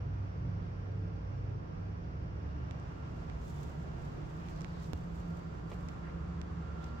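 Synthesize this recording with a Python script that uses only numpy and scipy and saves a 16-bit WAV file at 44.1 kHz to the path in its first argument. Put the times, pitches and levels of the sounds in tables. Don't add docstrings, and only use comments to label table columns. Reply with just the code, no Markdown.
import sys
import numpy as np
from scipy import signal
from scipy.fft import rfft, irfft
from scipy.io import wavfile
from scipy.ndimage import map_coordinates

SR = 44100
rng = np.random.default_rng(int(sys.argv[2]) if len(sys.argv) > 2 else 0)


def unload_wav(signal):
    wavfile.write(
        sys.argv[1],
        SR,
        np.round(np.clip(np.atleast_2d(signal).T, -1, 1) * 32767).astype(np.int16),
    )


N = 308700
T = np.arange(N) / SR

# time in seconds, share of open air from 0 to 1.
OPENNESS = [(2.3, 0), (2.7, .15), (3.2, .7), (5.3, .9), (7, 1)]
# time in seconds, level in dB.
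SHAFT_3 = [(0, -51), (.4, -48), (1.1, -57), (1.75, -58), (1.95, -46), (2.45, -41.5), (3.1, -47.5),
           (3.7, -45), (4.3, -55), (6, -54), (6.25, -42.5), (7, -45)]
SHAFT_4 = [(0, -42.5), (1.2, -41.5), (3.5, -55), (7, -57)]
SHAFT_6 = [(0, -61), (2.8, -59), (3.05, -51), (4.1, -50), (4.8, -54), (5.3, -62), (7, -60)]
SHAFT_7 = [(0, -62), (.5, -45.5), (.8, -54), (1.05, -47.5), (1.45, -62), (1.8, -48), (2.3, -53), (3.4, -59),
           (4.4, -56), (4.7, -47), (5, -50), (5.2, -45), (5.75, -51), (6.3, -49), (7, -57)]
# pitch in Hz, dB in the bay, dB in the open.
# The 8910 Hz row is a barely audible high tone, not the machine's.
DRONES = [(40.34, -63, -60), (56.2, -53, -56), (60.8, -52, -54), (99.94, -52.5, -64), (231, -66, -64.5),
          (255.3, -65, -80), (288.7, -66.5, -76), (296.5, -68, -66), (334.4, -77.5, -66.5),
          (369.3, -79.5, -68.5), (442, -68.5, -69), (491, -70, -85), (933, -81, -76.5)]
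FAINT_TONES = [(1609, -75.5, -79), (2804, -85, -82), (3365, -93, -89), (4673, -83.8, -85), (5660, -95, -99),
               (6600, -97, -107), (7444, -104, -94), (8910, -107, -112)]
# time in seconds, level in dB, left minus right in dB, right lag in radians.
WHINE_PATH = [(0, -75, -6, 1), (1.4, -73.5, 4, 1.8), (2.2, -73, -1, 1.8), (2.55, -69, -3, 2.2),
              (2.8, -71, -2, 1.8), (3.02, -66.5, -3, 1.4), (3.35, -72.5, -3, 1.8), (3.8, -66, -2, 1.9),
              (4.18, -66, -1, 2.5), (4.5, -76, 0, 2), (5.05, -72.5, -3, 2), (5.4, -65.5, -7, 1.9),
              (5.85, -66.5, 10, 1.6), (6.15, -66, 4, 1.6), (6.5, -70, 0, 1.7), (6.78, -61.7, -8, .6),
              (7, -61.3, -5, .5)]
# middle in seconds, level in dB, spread in seconds, pitch in Hz.
PASSING_WHISTLES = [(1.45, -89, .3, 5300), (2.85, -78.5, .35, 2804), (3.55, -78, .14, 3550),
                    (3.75, -68, .4, 933), (4.05, -81, .25, 2804), (4.15, -58.5, .2, 334),
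                    (5.4, -83.5, .3, 4673), (6.15, -81, .12, 2804), (6.85, -75.5, .13, 2804),
                    (6.9, -82, .12, 4673)]
# frequency in Hz, then dB of their difference over what
# they share (WIDTH) or dB of left over right (LEAN).
STEREO_WIDTH = [(50, -5.5), (160, -16.5), (250, -5.5), (400, 2.5), (700, 1.5), (1100, 5.5), (2000, 1),
                (4000, -0.5), (16000, -1)]
STEREO_LEAN = [(50, -2), (160, -1), (280, -5.5), (600, -1), (1100, -3.5), (2200, -1), (5000, -1.5),
               (12000, -4)]
# frequency in Hz, relative dB.
RUMBLE_COLOUR = [(20, -35), (32, 5.5), (42, 19.5), (58, 16.5), (80, 22), (105, 18), (140, 16.5),
                 (190, 14.5), (260, -50)]
ROAR_COLOUR = [(130, -25.5), (195, 1.5), (280, -0.5), (380, -3.5), (550, -7.5), (750, -12.5), (1100, -37.5),
               (2000, -87)]
BAY_AIR_COLOUR = [(350, -7.5), (650, 3), (1100, 1), (1700, -4), (2500, -8.5), (3300, -15), (4300, -19.5),
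                  (5000, -19), (5600, -14), (6200, -24.5), (7300, -28.5), (8500, -54), (11000, -54.5),
                  (16000, -42.5)]
OPEN_AIR_COLOUR = [(350, -32.5), (700, 3.5), (1150, 1), (1700, -4), (2500, -10), (3300, -13.5), (4300, -17),
                   (5600, -18), (7500, -24), (8500, -36), (9600, -35), (11000, -45), (16000, -40)]
CLOTH_COLOUR = [(1500, -5.5), (3500, 4), (5500, 3.5), (7500, 6.5), (8600, -5), (9600, -2.5), (11000, -8.5),
                (13000, -3.5), (16000, -7)]
# time in seconds, level in dB.
AIR_LEVEL = [(0, -62), (1.1, -62.7), (2.25, -62.3), (2.6, -60.8), (3.05, -60.2), (3.5, -60.7), (4.2, -60),
             (4.7, -59.8), (5.15, -61.6), (6.5, -61.5), (7, -60.7)]
BAY_LEVEL = [(0, -45.5), (1.2, -52.5), (1.47, -41.5), (1.8, -56), (2.25, -49), (3.7, -55.5), (7, -58)]
# pitch in Hz, then width in Hz.
BAY_BOOM = (126.1, 15.7)
# time in seconds, level in dB, pitch in Hz.
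FLOOR_BOOM = [(0, -56, 155.7), (2.7, -54, 151.5), (3.3, -52, 153.5), (4.05, -46.5, 153.5),
              (4.45, -46.5, 156), (4.9, -47, 164.1), (5.35, -47.5, 164.2), (5.8, -52, 164), (6.3, -46, 166),
              (7, -51, 163.9)]
# middle in seconds, level in dB, spread in seconds.
SURGES = [(.7, -72, .12), (1.65, -69, .13), (2.9, -68.5, .22), (4.5, -70, .25)]
RUSTLES = [(2.9, -84, .15), (3.2, -81, .07), (3.48, -68, .052), (3.625, -67.5, .06), (3.8, -77, .06),
           (4.034, -76, .05), (4.5, -73, .045), (4.85, -71.5, .038), (5.0, -77, .035), (5.168, -74, .04),
           (5.33, -79, .09), (5.718, -74, .026), (5.87, -76, .09), (6.85, -74, .028)]
# middle in seconds, level in dB, spread in seconds, pitch in Hz.
SCUFFS = [(.66, -74, .035, 3400), (4.47, -66, .05, 2550), (4.57, -69.5, .07, 4400),
          (4.78, -69.5, .08, 4020), (4.855, -70, .025, 5300), (5.732, -65.5, .012, 2400),
          (5.888, -63, .004, 2300), (6.068, -58, .028, 1750), (6.85, -69, .04, 3500)]
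# start in seconds, level in dB before filtering, pitch in Hz.
TICKS = [(2.7105, -29.5, 2700), (2.7995, -40, 5000), (3.299, -34, 2300), (4.4865, -34, 3200),
         (4.609, -30.5, 6000), (4.6180, -32, 5800), (4.6461, -25.5, 1750), (4.9335, -25.5, 4150),
         (5.887, -30, 6600), (6.4157, -28, 3650), (6.843, -32, 5300)]
# pitch in Hz, dB against a tick of that pitch, seconds to fade 60 dB.
WALL_RINGS = [(2170, -11.5, 0.0046), (2700, -25, 0.01), (3520, -29, 0.0078), (5660, -19.5, 0.0056),
              (7070, -23, 0.0067), (10100, -30, 0.0077), (13500, -22, .0015)]
# pitch in Hz, dB on the right, seconds to fade 60 dB, left share.
KNOCK_RINGS = [(82, -31, .16, .95), (290, -34, .05, .4), (450, -26.5, .016, 0), (800, -27.5, .0055, 0),
               (1400, -28.5, .004, 0), (2810, -62, .12, .5), (9700, -45, .003, .2), (12500, -42, .0012, .2)]
# pitch in Hz, starting level in dB, seconds to fade 60 dB.
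HEEL_BANDS = [(430, -39.5, .08), (900, -42.5, .055), (1900, -47, .05)]

STRIDE_S, STRIDE_SPREAD_S = 4.5, .84


def gain(db):
    return 10 ** (np.asarray(db) / 20)


def unit(x):
    return x / np.sqrt(np.mean(x ** 2))


def curves(table):
    s, *columns = np.transpose(table)
    return [np.interp(T, s, c) for c in columns]


def swell(s, db, spread):
    return gain(db) * np.exp(-np.minimum(((T - s) / spread) ** 2 / 2, 20))


def on_the_way(bay_db, open_db):
    return gain(bay_db + (open_db - bay_db) * curves(OPENNESS)[0])


def wander(rate):
    knots, coarse = rng.standard_normal(1024), T[::100]
    return np.interp(T, coarse, map_coordinates(knots, [coarse * rate], mode="wrap"))


def pan(db):
    return gain(np.array([[1], [-1]]) * db / 2)


def colour(x, points):
    hz, db = np.transpose(points)
    bins = np.maximum(np.arange(N // 2 + 1) * SR / N, 1)
    return irfft(rfft(x) * gain(np.interp(np.log(bins), np.log(hz), db)), N)


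def resonate(x, hz, width_hz):
    b, a = signal.iirpeak(min(hz, SR / 2 - 1), hz / width_hz, fs=SR)
    return signal.lfilter(b, a, signal.lfilter(b, a, x))


def glide(x, hz, width_hz):
    centre = np.mean(hz)
    shift = np.exp(2j * np.pi * np.cumsum(hz - centre) / SR)
    return np.real(signal.hilbert(resonate(x, centre, width_hz)) * shift)


def surround(shape, *settings, wide_db=0, **named):
    mid, side = unit(shape(rng.standard_normal((2, N)), *settings, **named))
    side = colour(side, STEREO_WIDTH) * gain(wide_db)
    left = colour(mid + side, [(hz, db / 2) for hz, db in STEREO_LEAN])
    right = colour(mid - side, [(hz, -db / 2) for hz, db in STEREO_LEAN])
    return np.array([left, right])


def reflected(phase, scatter, rate):
    return unit((1 + scatter * wander(rate)) * np.sin(phase) + scatter * wander(rate) * np.cos(phase))


def tone(hz, scatter, rate):
    return reflected(2 * np.pi * (hz * T + rng.random()), scatter, rate)


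def flutter(hz, scatter, rate, lag=0):
    phase = 2 * np.pi * hz * T
    return np.array([reflected(p, scatter, rate) for p in (phase, phase - lag)])


def hum(shaft_hz=24.42):
    shaft = 0
    for multiple, levels, scatter, rate in (
            (3, SHAFT_3, .22, 3.8), (4, SHAFT_4, .14, 4.77), (6, SHAFT_6, .26, 7), (7, SHAFT_7, .2, 6)):
        shaft += gain(curves(levels)[0]) * tone(multiple * shaft_hz, scatter, rate)
    drone = sum(on_the_way(bay_db, open_db) * tone(hz, scatter=.79, rate=5)
                for hz, bay_db, open_db in DRONES)
    return (shaft + drone) * pan(-1.6)


def whine():
    level_db, lean_db, lag = curves(WHINE_PATH)
    main = flutter(hz=1378, scatter=.28, rate=10, lag=lag) * gain(level_db) * pan(lean_db)
    faint = sum(on_the_way(bay_db, open_db) * flutter(hz, scatter=1.6, rate=hz / 65)
                for hz, bay_db, open_db in FAINT_TONES)
    passing = sum(swell(s, db, spread) * flutter(hz, scatter=2.5, rate=hz / 60)
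                  for s, db, spread, hz in PASSING_WHISTLES)
    return main + (faint + passing) * pan(-1.3)


def machine_noise():
    rumble = on_the_way(bay_db=-48, open_db=-47.5) * surround(colour, RUMBLE_COLOUR)
    bay = gain(curves(BAY_LEVEL)[0]) * surround(resonate, *BAY_BOOM)
    floor_db, floor_hz = curves(FLOOR_BOOM)
    floor = gain(floor_db) * surround(glide, floor_hz, width_hz=20)
    roar = on_the_way(bay_db=-55, open_db=-54) * gain(.5 * wander(7.7)) * surround(colour, ROAR_COLOUR)
    openness = curves(OPENNESS)[0]
    bay_air = np.sqrt(1 - openness) * surround(colour, BAY_AIR_COLOUR, wide_db=2)
    open_air = np.sqrt(openness) * surround(colour, OPEN_AIR_COLOUR, wide_db=1)
    air = (bay_air + open_air) * gain(curves(AIR_LEVEL)[0] + .5 * wander(14))
    surge = sum(swell(*row) for row in SURGES) * surround(resonate, hz=1020, width_hz=590)
    bass = swell(STRIDE_S, -56, STRIDE_SPREAD_S) * surround(resonate, hz=45.6, width_hz=27)
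    return rumble + bay + floor + roar + air + surge + bass


def scuffs():
    grit = rng.standard_normal((2, N)) * gain(2.5 * rng.exponential(size=N) + 1.8 * wander(140))
    drags = sum(swell(s, db, spread) * unit(resonate(grit, hz, .5 * hz)) for s, db, spread, hz in SCUFFS)
    return drags * pan(-3)


def ring(s, hz, fade_s):
    out, first = np.zeros(N), int(s * SR)
    age = T[:min(SR // 2, N - first)]
    out[first:first + len(age)] = np.sin(2 * np.pi * hz * age) * gain(-60 * age / fade_s)
    return out


def finger_ticks(fall_db_per_octave=3.5):
    ticks = 0
    for s, db, hz in TICKS:
        wall = sum(gain(wall_db - fall_db_per_octave * abs(np.log2(wall_hz / hz)))
                   * ring(s, wall_hz, fade_s) for wall_hz, wall_db, fade_s in WALL_RINGS)
        ticks += gain(db) * (ring(s, hz, fade_s=2.27 / hz) + wall)
    ticks = colour(ticks, [(600, -16), (1500, 2), (7500, 2), (12000, -14.5)])
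    return ticks * np.array([[-.15], [1]])


def rustle(rub_db=-76.5):
    fibres = rng.standard_normal((2, N)) * gain(2.7 * wander(130) + 2.8 * rng.exponential(size=N))
    rub = curves(OPENNESS)[0] * swell(STRIDE_S, rub_db, STRIDE_SPREAD_S) * gain(2 * wander(9))
    swishes = sum(swell(*row) for row in RUSTLES)
    return unit(colour(fibres, CLOTH_COLOUR)) * np.hypot(rub, swishes) * pan(-7)


def fan(halfway_s=5.1, rise_s=1.5, hidden_db=-80.5, clear_db=-62.5):
    in_view = np.clip((T - halfway_s) / rise_s + .5, 0, 1)
    rush = surround(resonate, hz=1160, width_hz=650, wide_db=-6.5)
    return gain(hidden_db + (clear_db - hidden_db) * in_view) * rush


def knock(start_s=4.9333):
    return -sum(gain(db) * ring(start_s, hz, fade_s) * np.array([[left], [1]])
                for hz, db, fade_s, left in KNOCK_RINGS)


def heel(start_s=5.7145, rise_s=.004):
    age = np.maximum(T - start_s, 0)
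    contact = np.minimum(age / rise_s, 1)
    crunch = rng.standard_normal(N) + .5 * rng.standard_normal((2, N))
    thud = sum(gain(db - 60 * np.minimum(age / fade_s, 2)) * unit(resonate(crunch, hz, .65 * hz))
               for hz, db, fade_s in HEEL_BANDS)
    return contact * thud * pan(-2.5)


def scene():
    background = hum() + whine() + machine_noise()
    return background + scuffs() + finger_ticks() + rustle() + fan() + knock() + heel()


def record(dry):
    fade = np.clip(np.minimum(T, T[-1] - T) / .004, 0, 1)
    return signal.sosfilt(signal.ellip(10, .1, 80, 15800, fs=SR, output="sos"), dry * fade)


dry = scene()
out = record(dry)
unload_wav(out)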